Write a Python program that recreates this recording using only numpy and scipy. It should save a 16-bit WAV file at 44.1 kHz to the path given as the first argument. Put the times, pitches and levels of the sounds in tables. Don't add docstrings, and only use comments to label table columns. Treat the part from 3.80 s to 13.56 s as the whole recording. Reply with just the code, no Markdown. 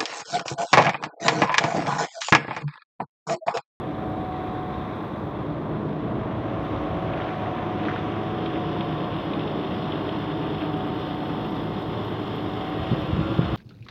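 import sys
import numpy as np
from scipy import signal
from scipy.fft import rfft, irfft
from scipy.io import wavfile
from scipy.ndimage import uniform_filter1d

SR = 44100
rng = np.random.default_rng(int(sys.argv[2]) if len(sys.argv) > 2 else 0)


def pcm_store(signal):
    levels = np.round(np.clip(np.atleast_2d(signal), -1, 1) * 32767)
    wavfile.write(sys.argv[1], SR, levels.astype(np.int16).T)


def to_linear_factor(level_db):
    exponent = np.asarray(level_db, float) / 20
    return 10 ** exponent


N = 430416
TIME = np.arange(N) / SR
HZ = np.maximum(np.fft.rfftfreq(N, 1 / SR), 1)
COARSE = 10


def in_time(rows, t=TIME):
    s, *columns = np.transpose(rows)
    return [np.interp(t, s, column) for column in columns]


def at_hz(points, hz):
    point_hz, value = np.array(points)[:, 0], np.array(points)[:, 1]
    return np.interp(np.log(hz), np.log(point_hz), value)


def swell(s, half_s, t=TIME):
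    return np.exp(-((t - s) / half_s) ** 2)


def rounded(x, seconds, t=TIME):
    return uniform_filter1d(x, size=round(seconds / t[1]), mode="nearest")


def drift(rate, t=TIME):
    knots = rng.standard_normal(1000)
    return np.interp(t * rate * 2, np.arange(1000), 1.2 * knots)


def coloured(spectrum):
    x = irfft(rfft(rng.standard_normal(N)) * to_linear_factor(at_hz(spectrum, HZ)), N)
    return x / x.std()


def filtered(x, order, hz, kind):
    return signal.sosfilt(signal.butter(order, hz, kind, fs=SR, output="sos"), x)


def resonance(x, hz, width_hz):
    r = np.exp(-np.pi * width_hz / SR)
    poles = [1, -2 * r * np.cos(2 * np.pi * hz / SR), r * r]
    return signal.lfilter([(1 - r * r) / 2, 0, (r * r - 1) / 2], poles, x)


def noise_band(hz, width_hz):
    band = resonance(resonance(rng.standard_normal(N), hz, width_hz), hz, width_hz)
    return band / band.std()


def tone(angle, level_db, fade_db, t, rate):
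    wander = .5 * fade_db / 4 * drift(rate, t)
    level = np.sqrt(2) * to_linear_factor(level_db + fade_db * drift(rate, t))
    return level * np.sin(angle + wander + rng.uniform(0, 7.02))


def spot_gains(spots, who, t):
    return [to_linear_factor(db) * swell(s, half_s, t) for name, s, half_s, db in spots if name == who]


# time in seconds, pitch in Hz, level in dB rms.
BUS_NOTE = [(2.3, 548, -62), (2.7, 555, -42), (3.3, 559, -42), (3.95, 561, -46), (4.2, 561, -57),
            (4.8, 556, -50), (6.2, 560, -48), (6.7, 566, -60), (7.7, 586, -56), (8, 592, -47),
            (8.4, 606, -50), (8.7, 612, -62)]


def bus():
    hz, db = in_time(BUS_NOTE)
    gear = tone(2 * np.pi * np.cumsum(hz) / SR, db, 1.7, TIME, 5.0)
    fan = to_linear_factor(-50) * swell(9.4, .55) * noise_band(2640, 400)
    return gear + fan


# time in seconds, half-length in seconds, level in dB rms.
GUSTS = [
    (0.502, 0.75, -42.5),
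    (2, 1.2, -46),
    (3.153, 0.6, -39.5),
    (7.6, 1.5, -50.5),
    (9.005, 0.028, -32),
    (9.2, .2, -37),
    (9.4, 0.13, -35),
    (9.65, 0.07, -33),
    (9.744, .04, -37),
]
# time in seconds, peak in dB, sharpness as a share of the hump.
POPS = [(9.1164, -10.5, .35), (9.1258, -8.5, .2), (9.1336, -13, .6), (9.3335, -12.5, .1), (9.369, -14, .3),
        (9.379, -16, .3), (9.3925, -13, .4), (9.4115, -14, .2), (9.592, -5, .5), (9.616, -16, .2),
        (9.632, -15.5, .1), (9.644, -18, 0), (9.66, -18, .1), (9.7395, -14.5, 0)]


def wind():
    calm_db = -56
    blow = to_linear_factor(calm_db) + sum(to_linear_factor(db) * swell(s, half_s) for s, half_s, db in GUSTS)
    lumps = blow * to_linear_factor(2.5 * drift(20))
    lumps = lumps * coloured([(20, -39.5), (60, -2.0), (120, -3.0), (220, -11.0), (500, -33.0), (2000, -82.0)])

    kicks = np.zeros((2, N))
    for s, db, sharp in POPS:
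        kicks[:, round(s * SR)] = to_linear_factor(db), sharp * to_linear_factor(db)
    t = np.arange(-200, 1200) / SR
    swing = np.cos(2 * np.pi * 152 * t) * np.exp(-np.where(t < 0, -t / .0032, t / .006))
    edge = np.cos(2 * np.pi * 290 * t) * np.exp(-(t / .0014) ** 2)
    pops = signal.oaconvolve(kicks, [.66 * swing, edge], axes=1).sum(0)

    port = signal.butter(2, [40, 1300], "band", fs=SR, output="sos")
    return signal.sosfiltfilt(port, lumps + 1.05 * pops[150:N + 150])


# time in seconds, peak in dB, pitch in
# Hz.
GRIT = [(3.336, -28, 2000), (3.401, -26, 2000), (3.489, -28, 1900), (3.541, -25.5, 1600), (3.66, -29, 1900),
        (3.829, -30, 1500), (4.051, -27, 1500), (4.083, -17.5, 1500), (4.095, -25, 1400),
        (4.108, -27, 1500), (4.135, -28, 2600), (4.160, -24.5, 1450), (4.178, -29, 2800),
        (4.364, -30, 1700), (4.659, -25, 3000), (4.756, -28, 2000), (5.008, -23.5, 2800), (5.33, -29, 3200),
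        (5.385, -30, 3200), (5.534, -24.5, 3300), (5.605, -29, 3200), (5.676, -29, 3000),
        (5.846, -33, 3400), (6.120, -24, 3200), (6.291, -29, 3300), (6.808, -28, 3300),
        (3.224, -32, 1400), (3.2996, -31, 1400), (3.375, -30, 1900), (3.505, -29, 2000),
          (3.619, -33, 1300), (3.7805, -29, 1300), (3.803, -30, 1250), (4.035, -32, 1300),
          (4.12, -30, 1400), (4.6345, -34, 3040), (4.891, -35, 3120), (5.179, -34, 2860),
          (5.342, -31, 3200), (5.3635, -35, 3500), (5.593, -31, 3500), (5.634, -33, 3360),
          (5.81, -34, 3040), (5.918, -34, 3160), (6.022, -34, 3380), (6.04, -34, 3100), (6.078, -33, 3200),
          (6.155, -32, 3100), (6.346, -34, 3400), (6.385, -35, 3400), (6.613, -33, 3300), (6.70, -33, 3100),
          (6.938, -34, 3400), (7.013, -34, 3270)]
# time in seconds, peak in dB.
CRACKLES = [(0.1062, -62), (0.201, -63), (0.2968, -55), (0.668, -55), (0.8974, -61.5), (1.4587, -59.5),
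            (2.795, -58.5), (2.8423, -55.5), (3.019, -59), (4.039, -57.5), (5.146, -57), (6.66, -65),
            (6.7835, -59.5), (6.838, -63), (7.193, -62), (7.752, -59), (7.8785, -61.5), (8.284, -58.5),
            (9.161, -57), (9.4336, -61.5)]


def ticks():
    out, t = np.zeros(N + 1500), np.arange(1500) / SR
    for s, db, hz in GRIT:
        burst = rng.standard_normal(1500) * np.exp(-t / 0.0041)
        ring = filtered(burst, 4, [.76 * hz, min(1.4 * hz, 3900)], "band")
        out[round(s * SR):][:1500] += to_linear_factor(db - 0.5) * ring / abs(ring).max()
    for s, db in CRACKLES:
        burst = rng.standard_normal(300) * np.exp(-t[:300] / .0012)
        burst = np.diff(burst, 2)
        out[round(s * SR):][:298] += to_linear_factor(db + 4.0) * burst / abs(burst).max()
    return out[:N]


# time in seconds, half-length in seconds, level in dB rms.
STEPS = [
    (2.9, 0.15, -48),
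    (3.45, 0.14, -45),
    (4.103, 0.15, -42),
    (4.731, .05, -50),
    (6.066, 0.05, -52),
    (6.828, .04, -43),
]


def stirred():
    return sum(to_linear_factor(db) * swell(s, half_s) for s, half_s, db in STEPS)


def splashes():
    drops_per_s = 1100
    falls = rng.random(N) < drops_per_s / SR
    size = to_linear_factor(3.8 * rng.exponential(1, N).clip(0, 5))
    drops = falls * size * rng.choice([-1, 1], N)
    drops = filtered(drops, 2, (1220, 3730), "band")
    drops = filtered(drops, 8, 4200, "low")
    return stirred() * drops / drops.std()


# frequency in Hz, density in dB per Hz.
SPRAY_COLOUR = [(3500, -11), (4600, 2), (5500, 0), (6300, -3.5), (7000, -17), (8000, -51)]


def spray():
    base_db, sight_db, gone_s, fade_s, stirred_db = -81.5, 11.5, 5.3, .2, -30.5
    sight = in_time(WALK)[0]
    level = to_linear_factor(base_db + sight_db * sight) + to_linear_factor(stirred_db) * stirred()
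    level = level / (1 + np.exp((TIME - gone_s) / fade_s))
    return level * to_linear_factor(1.2 * drift(17)) * coloured(SPRAY_COLOUR)


# frequency in Hz, density in dB per Hz.
AIR_COLOUR = [(4000, -5.5), (6800, -1.5), (7900, -2.5), (8300, -4.5), (8800, -4), (11000, -5.5),
              (13000, -3.5), (15400, -2)]


def air_hiss():
    base_db, hidden_db, rise_db_per_s, rise_from_s = -73, -3.5, 0.8, 5.0
    hidden = rounded(1. * (TIME > 1.5) * (TIME < 2.75), .2)
    air_db = base_db + hidden_db * hidden + rise_db_per_s * np.maximum(TIME - rise_from_s, 0)
    flicker_db = .6 * drift(12) + .1 * drift(45)
    pulse = 1 + .2 * np.cos(crank())
    air = to_linear_factor(air_db + flicker_db) * pulse * coloured(AIR_COLOUR)
    leak = to_linear_factor(-78.5 + 1.5 * drift(9)) * swell(10, 2.4) * noise_band(6800, 1202)
    return air + leak


# time in seconds, pitch in Hz, level in dB rms.
TURBO_WHISTLE = [(0, 13290, -90), (1.25, 13110, -83), (2.1, 13020, -100), (2.6, 13050, -92),
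                 (3.37, 13500, -87), (4.1, 13250, -90), (4.65, 13310, -86), (5.2, 13040, -85),
                 (5.8, 12640, -83), (6.4, 12980, -82), (7.15, 13160, -78), (8.35, 12670, -78),
                 (9.0, 12830, -79), (9.76, 13480, -87)]


def turbo():
    hz, db = in_time(TURBO_WHISTLE)
    angle = 2 * np.pi * np.cumsum(rounded(hz, .4) + 40 * drift(45)) / SR
    flutter = signal.lfilter([1], [1, -.995], rng.standard_normal(N))
    lower = to_linear_factor(-8) * flutter / flutter.std() * np.sin(angle * 7 / 11)
    return to_linear_factor(db + 2.5 + 1.8 * drift(10)) * (1 + .45 * drift(50)) * (np.sin(angle) + lower)


# time in seconds, engine speed in firings per second.
SPEED = [(0, 53.4), (1.25, 52.45), (1.8, 52.05), (2.2, 51.8), (2.6, 53.15), (3.15, 53.6), (3.5, 53.1),
         (4.05, 52.3), (4.5, 53.2), (4.9, 51.25), (5.55, 50.98), (6, 52.15), (6.85, 53.25), (7.25, 52.95),
         (8.1, 53.3), (9.15, 53.87), (9.6, 56.8), (9.76, 57.4)]


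def crank(t=TIME):
    flywheel_s = .2
    return 2 * np.pi * np.cumsum(rounded(in_time(SPEED, t)[0], flywheel_s, t)) * t[1]


RATIOS = {"pipe low": 2, "pipe": 3, "manifold": 17 / 3, "pipe high": 6, "casing": 7.5, "pump gear": 12.31,
          "timing gear": 14, "upper gear": 17, "whine": 2 * 12.31, "idler": 35.1, "pump gear third": 3 *
          12.31, "fan": 39.75, "alternator": 56.8}
QUIET_DB = {"pipe low": -46.5, "pipe": -46, "manifold": -47, "pipe high": -54, "casing": -56.5, "pump gear":
            -54, "timing gear": -54, "upper gear": -58}
# tone name, time in seconds,
# half-length in seconds, level in dB rms.
TONE_SPOTS = [("pipe low", 3.5, .8, -43), ("pipe low", 4.4, .3, -45), ("pipe low", 8.4, .5, -45),
              ("pipe low", 9.55, .15, -42), ("pipe", 1.95, .35, -40), ("pipe", 3.25, .25, -45),
              ("pipe", 5.2, .7, -41), ("pipe", 6.8, .35, -42), ("pipe", 7.8, .7, -45),
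              ("pipe", 9.4, .2, -44), ("pipe low", 6.5, 1.0, -52), ("manifold", .3, .5, -42),
              ("manifold", 2.9, .8, -43), ("manifold", 5.4, .4, -43), ("manifold", 6.9, 1.0, -40),
              ("manifold", 1.8, .4, -44), ("manifold", 8.9, .3, -43), ("manifold", 9.5, .3, -35),
              ("pipe high", 2.5, .35, -42), ("pipe high", 4.0, .7, -43), ("pipe high", 6.4, .8, -39),
              ("pipe high", 7.8, .3, -42), ("pipe high", 9.5, .35, -40), ("casing", 2.0, .3, -47),
              ("casing", 4.4, .7, -46), ("casing", 6.4, .9, -41), ("casing", 8.2, .5, -44),
              ("pump gear", 9.68, .15, -48), ("pump gear", 3.55, .3, -50), ("pump gear", .25, .25, -48),
              ("pump gear", 2.75, 1.1, -42.5), ("pump gear", 6.5, .8, -51), ("pump gear", 4.4, .25, -50),
              ("pump gear", 9.1, .25, -45), ("timing gear", .6, .55, -38.5),
              ("timing gear", 3.6, 1.0, -39.5), ("timing gear", 5.05, .4, -40.5),
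              ("timing gear", 7.15, .85, -41), ("timing gear", 8.9, .4, -42),
              ("timing gear", 7.95, .2, -49), ("timing gear", 4.45, .3, -48), ("pump gear", 8.5, .4, -53),
              ("pump gear", 5.5, .4, -53), ("upper gear", 6.7, .3, -55), ("upper gear", 7.5, .7, -48),
              ("upper gear", 8.3, .25, -54), ("timing gear", 6.0, .35, -44), ("upper gear", 6.2, .5, -54),
              ("whine", 9.48, .22, -45), ("idler", 9.1, .35, -54), ("pump gear third", 7.6, .6, -59),
               ("fan", 8.0, .5, -61), ("fan", 8.85, .25, -55), ("alternator", 9.12, .2, -57),
               ("pump gear third", 2.2, .15, -61)]


def gears():
    step = COARSE // 2
    t, out = TIME[::step], 0
    angle = crank(t)
    for name, ratio in RATIOS.items():
        level = to_linear_factor(QUIET_DB.get(name, -75)) + sum(spot_gains(TONE_SPOTS, name, t))
        out = out + level * tone(ratio * angle, 0, 1.3, t, 7.0)
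    return signal.resample_poly(out, step, 1)[:N]


# frequency in Hz, density in dB per Hz.
ROAR_COLOUR = [(20, -49), (45, -13.5), (100, -6), (160, -1.5), (260, -5.5), (310, -3), (430, -7),
               (490, -12), (620, -10), (1100, -17), (2400, -23.5), (3400, -22.5), (4200, -30),
               (5200, -43.5), (6300, -49.5), (7000, -75)]


def roar():
    level_db, knock_hz = -32, 1400
    x, angle = coloured(ROAR_COLOUR), crank()
    upper = signal.sosfiltfilt(signal.butter(2, knock_hz, "high", fs=SR, output="sos"), x)
    burst = 1 + 0.12 * np.cos(angle) + 0.081 * np.cos(angle / 2) + 0.035 * np.cos(angle / 6)
    uneven = to_linear_factor(-0.5 * drift(25))
    return to_linear_factor(level_db) * (x + upper * (burst * uneven - 1))


# multiple of the engine cycle, level in dB rms.
STRONG_ORDERS = [(13, -51), (14, -42.5), (15, -52.5), (19, -50), (20, -50), (35, -48), (37, -43.5),
                 (40, -48), (44, -55.5), (46, -50.5)]
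# frequency in Hz, level of each order in dB rms.
WEAK_ORDERS = [(40, -79.5), (90, -63), (300, -67.5), (500, -57.5), (800, -68.5), (1100, -58), (1500, -72.5),
               (2100, -85.5)]
# multiple of the cycle, time in seconds, half-length in
# seconds, level in dB rms.
ORDER_SPOTS = [(21, 1.2, .4, -49), (21, 5.2, 1.2, -45), (21, 8.5, 1, -50), (22, 5.4, .6, -48),
               (22, 8, 1.5, -45), (24, 1.1, .35, -41), (24, 2.2, .35, -40), (24, 4.2, .55, -41),
               (24, 5.8, .7, -46), (24, 7.3, .6, -47), (27, 2.3, .4, -47), (27, 4.3, .7, -49),
               (27, 5.9, .35, -46), (30, 2.1, .5, -49), (30, 7.5, 1, -47), (32, 4.2, .6, -50),
               (32, 6, .6, -44), (32, 7.9, .9, -44), (33, 3, .3, -41), (33, 4.2, .4, -47), (33, 7, .6, -43),
               (33, 8.8, .5, -45), (38, .6, .25, -48), (38, 2.9, .35, -44), (38, 4.5, .8, -41.5),
               (38, 6.2, .8, -46), (39, 1.1, .35, -45), (39, 1.8, .3, -41), (39, 3.7, .6, -46),
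               (39, 5, .35, -38), (39, 5.75, .3, -43), (39, 8.2, .8, -47), (42, 8.1, .7, -48),
               (48, 1.6, .4, -48), (48, 4.6, .6, -48), (48, 6.7, .4, -47), (48, 8.5, .5, -44),
               (51, 2.15, .25, -43), (51, 4.6, .6, -45), (56, 9.3, .3, -46), (59, 9.5, .25, -46),
               (62, 9.2, .3, -47), (68, 3.3, .6, -48),
               (17, 1.9, .5, -46), (17, 4.25, .25, -47), (17, 5.25, .25, -47), (17, 6.8, .8, -53),
               (17, 9.3, .3, -46), (24, 7.75, .25, -47), (24, .4, .4, -47), (38, 1.7, .6, -50),
               (52, 5.5, .4, -47), (65, .1, .3, -48), (68, 1.7, .5, -53), (68, 8.3, .4, -51),
               (81, .5, .6, -52), (81, 2, .4, -53), (81, 3.7, .8, -51), (82, .6, .5, -54),
               (82, 3.6, .6, -49), (82, 7.6, .8, -52), (90, 5.6, .8, -58), (96, 3.2, .4, -58),
               (96, 5.7, .5, -56), (96, 7.9, .6, -55), (111, 3.9, .5, -57), (114, 3.2, .3, -60),
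               (120, 1, .5, -55), (120, 2.8, .5, -55), (120, 8.2, .4, -55), (122, 3.2, .4, -55),
               (122, 8.2, .3, -61), (124, 3.1, .4, -55), (124, 8.2, .3, -58), (126, 5.2, .5, -53),
               (126, 6.3, .4, -55), (129, 9.4, .3, -58), (130, .8, .4, -56), (135, 5.2, .5, -57)]


def exhaust():
    between_spots_db = -58
    t, out = TIME[::COARSE], 0
    cycle, strong = crank(t) / 6, dict(STRONG_ORDERS)
    for k in set(range(4, 185)) - {12, 18, 34, 36, 45, 84, 102}:
        spots = spot_gains(ORDER_SPOTS, k, t)
        if spots:
            out = out + (to_linear_factor(between_spots_db) + sum(spots)) * tone(k * cycle, 0, 1.7, t, 5.0)
            continue
        if k in strong:
            level_db = strong[k] - 4.9
        else:
            level_db = at_hz(WEAK_ORDERS, 9.12 * k) - rng.standard_normal()
            level_db += 4.4 * (k % 6 == 0) + 0.5 * (k % 2 == 0)
        out = out + tone(k * cycle, level_db, 3.7, t, 2.2)
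    return signal.resample_poly(out, COARSE, 1)[:N]


# time in seconds, sight of the engine side from 0 to 1, nearness in dB.
WALK = [(0, .35, 0.5), (1.1, 0.63, -0.5), (1.7, 0.12, 1), (2.3, 0.3, 1.5), (2.9, 0.7, 1.5), (3.6, 1, 1),
        (4.9, 0.87, 2.5), (6.5, 0.81, 2), (7.9, 0.55, 1.5), (8.6, 0.72, 1.5), (9.3, 0.93, 1.5),
        (9.76, 0.91, 3)]
# time in seconds, depth of the turn (about 0 to 1).
GRIP = [(0, 0.05), (3.9, 0.26), (4.7, 0.8), (5.6, 0.95), (9.76, 1.09)]


def shaded(x):
    # centre, dB from full sight, dB from the turned grip, share of nearness
    band_hz, sight_db = (130, 600, 2600, 5000), (-1.5, 1, 8.5, 4)
    turn_db, near_share = (-1.5, -1, -1.1, 15), (1.9, 0.98, .3, .3)
    spectrum, out, turn = rfft(x), 0, in_time(GRIP)[0]
    sight, near_db = in_time(WALK)
    for k in range(4):
        share = at_hz(list(zip(band_hz, np.eye(4)[k])), HZ)
        db = sight_db[k] * sight + turn_db[k] * turn + near_share[k] * near_db
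        out = out + irfft(spectrum * share, N) * to_linear_factor(db - db.mean() + 0.67 * drift(7))
    return out


# centre in Hz, width in Hz, share removed before the turn,
# share after (negative adds).
GRIP_NOTCHES = [(2350, 440, 0.01, 0.16), (2800, 2000, 0.26, 0.0092), (3970, 300, 0.01, 0.99),
                (4470, 495, 0.19, 1), (6230, 1200, 0.01, 0.78), (2910, 87, 0.01, 0.0033),
                (4200, 130, 0.01, -0.25)]
# centre in Hz, width in Hz, share removed (negative adds).
LOCKERS = [(2960, 570, 0.32), (3640, 640, -0.28), (2060, 340, 0.0093), (1070, 220, -0.12),
           (1350, 250, 0.06)]


def notched(x):
    turn = in_time(GRIP)[0]
    for hz, width_hz, before, after in GRIP_NOTCHES + GRIP_NOTCHES:
        share = np.clip(before + turn * (after - before), -.4, .66)
        x = x - share * resonance(x, hz, width_hz)
    beside = swell(.9, 1.1)
    for hz, width_hz, share in LOCKERS + LOCKERS:
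        x = x - share * beside * resonance(x, hz, width_hz)
    return x


def scene():
    engine = shaded(exhaust() + roar()) + gears() + bus()
    around = notched(engine + ticks() + splashes())
    return (around + turbo() + air_hiss() + spray() + wind())[None]


def low_pass(x):
    return signal.sosfilt(signal.butter(12, 15480, fs=SR, output="sos"), x)


def record(dry):
    return low_pass(dry)


dry = scene()
out = record(dry)
pcm_store(out)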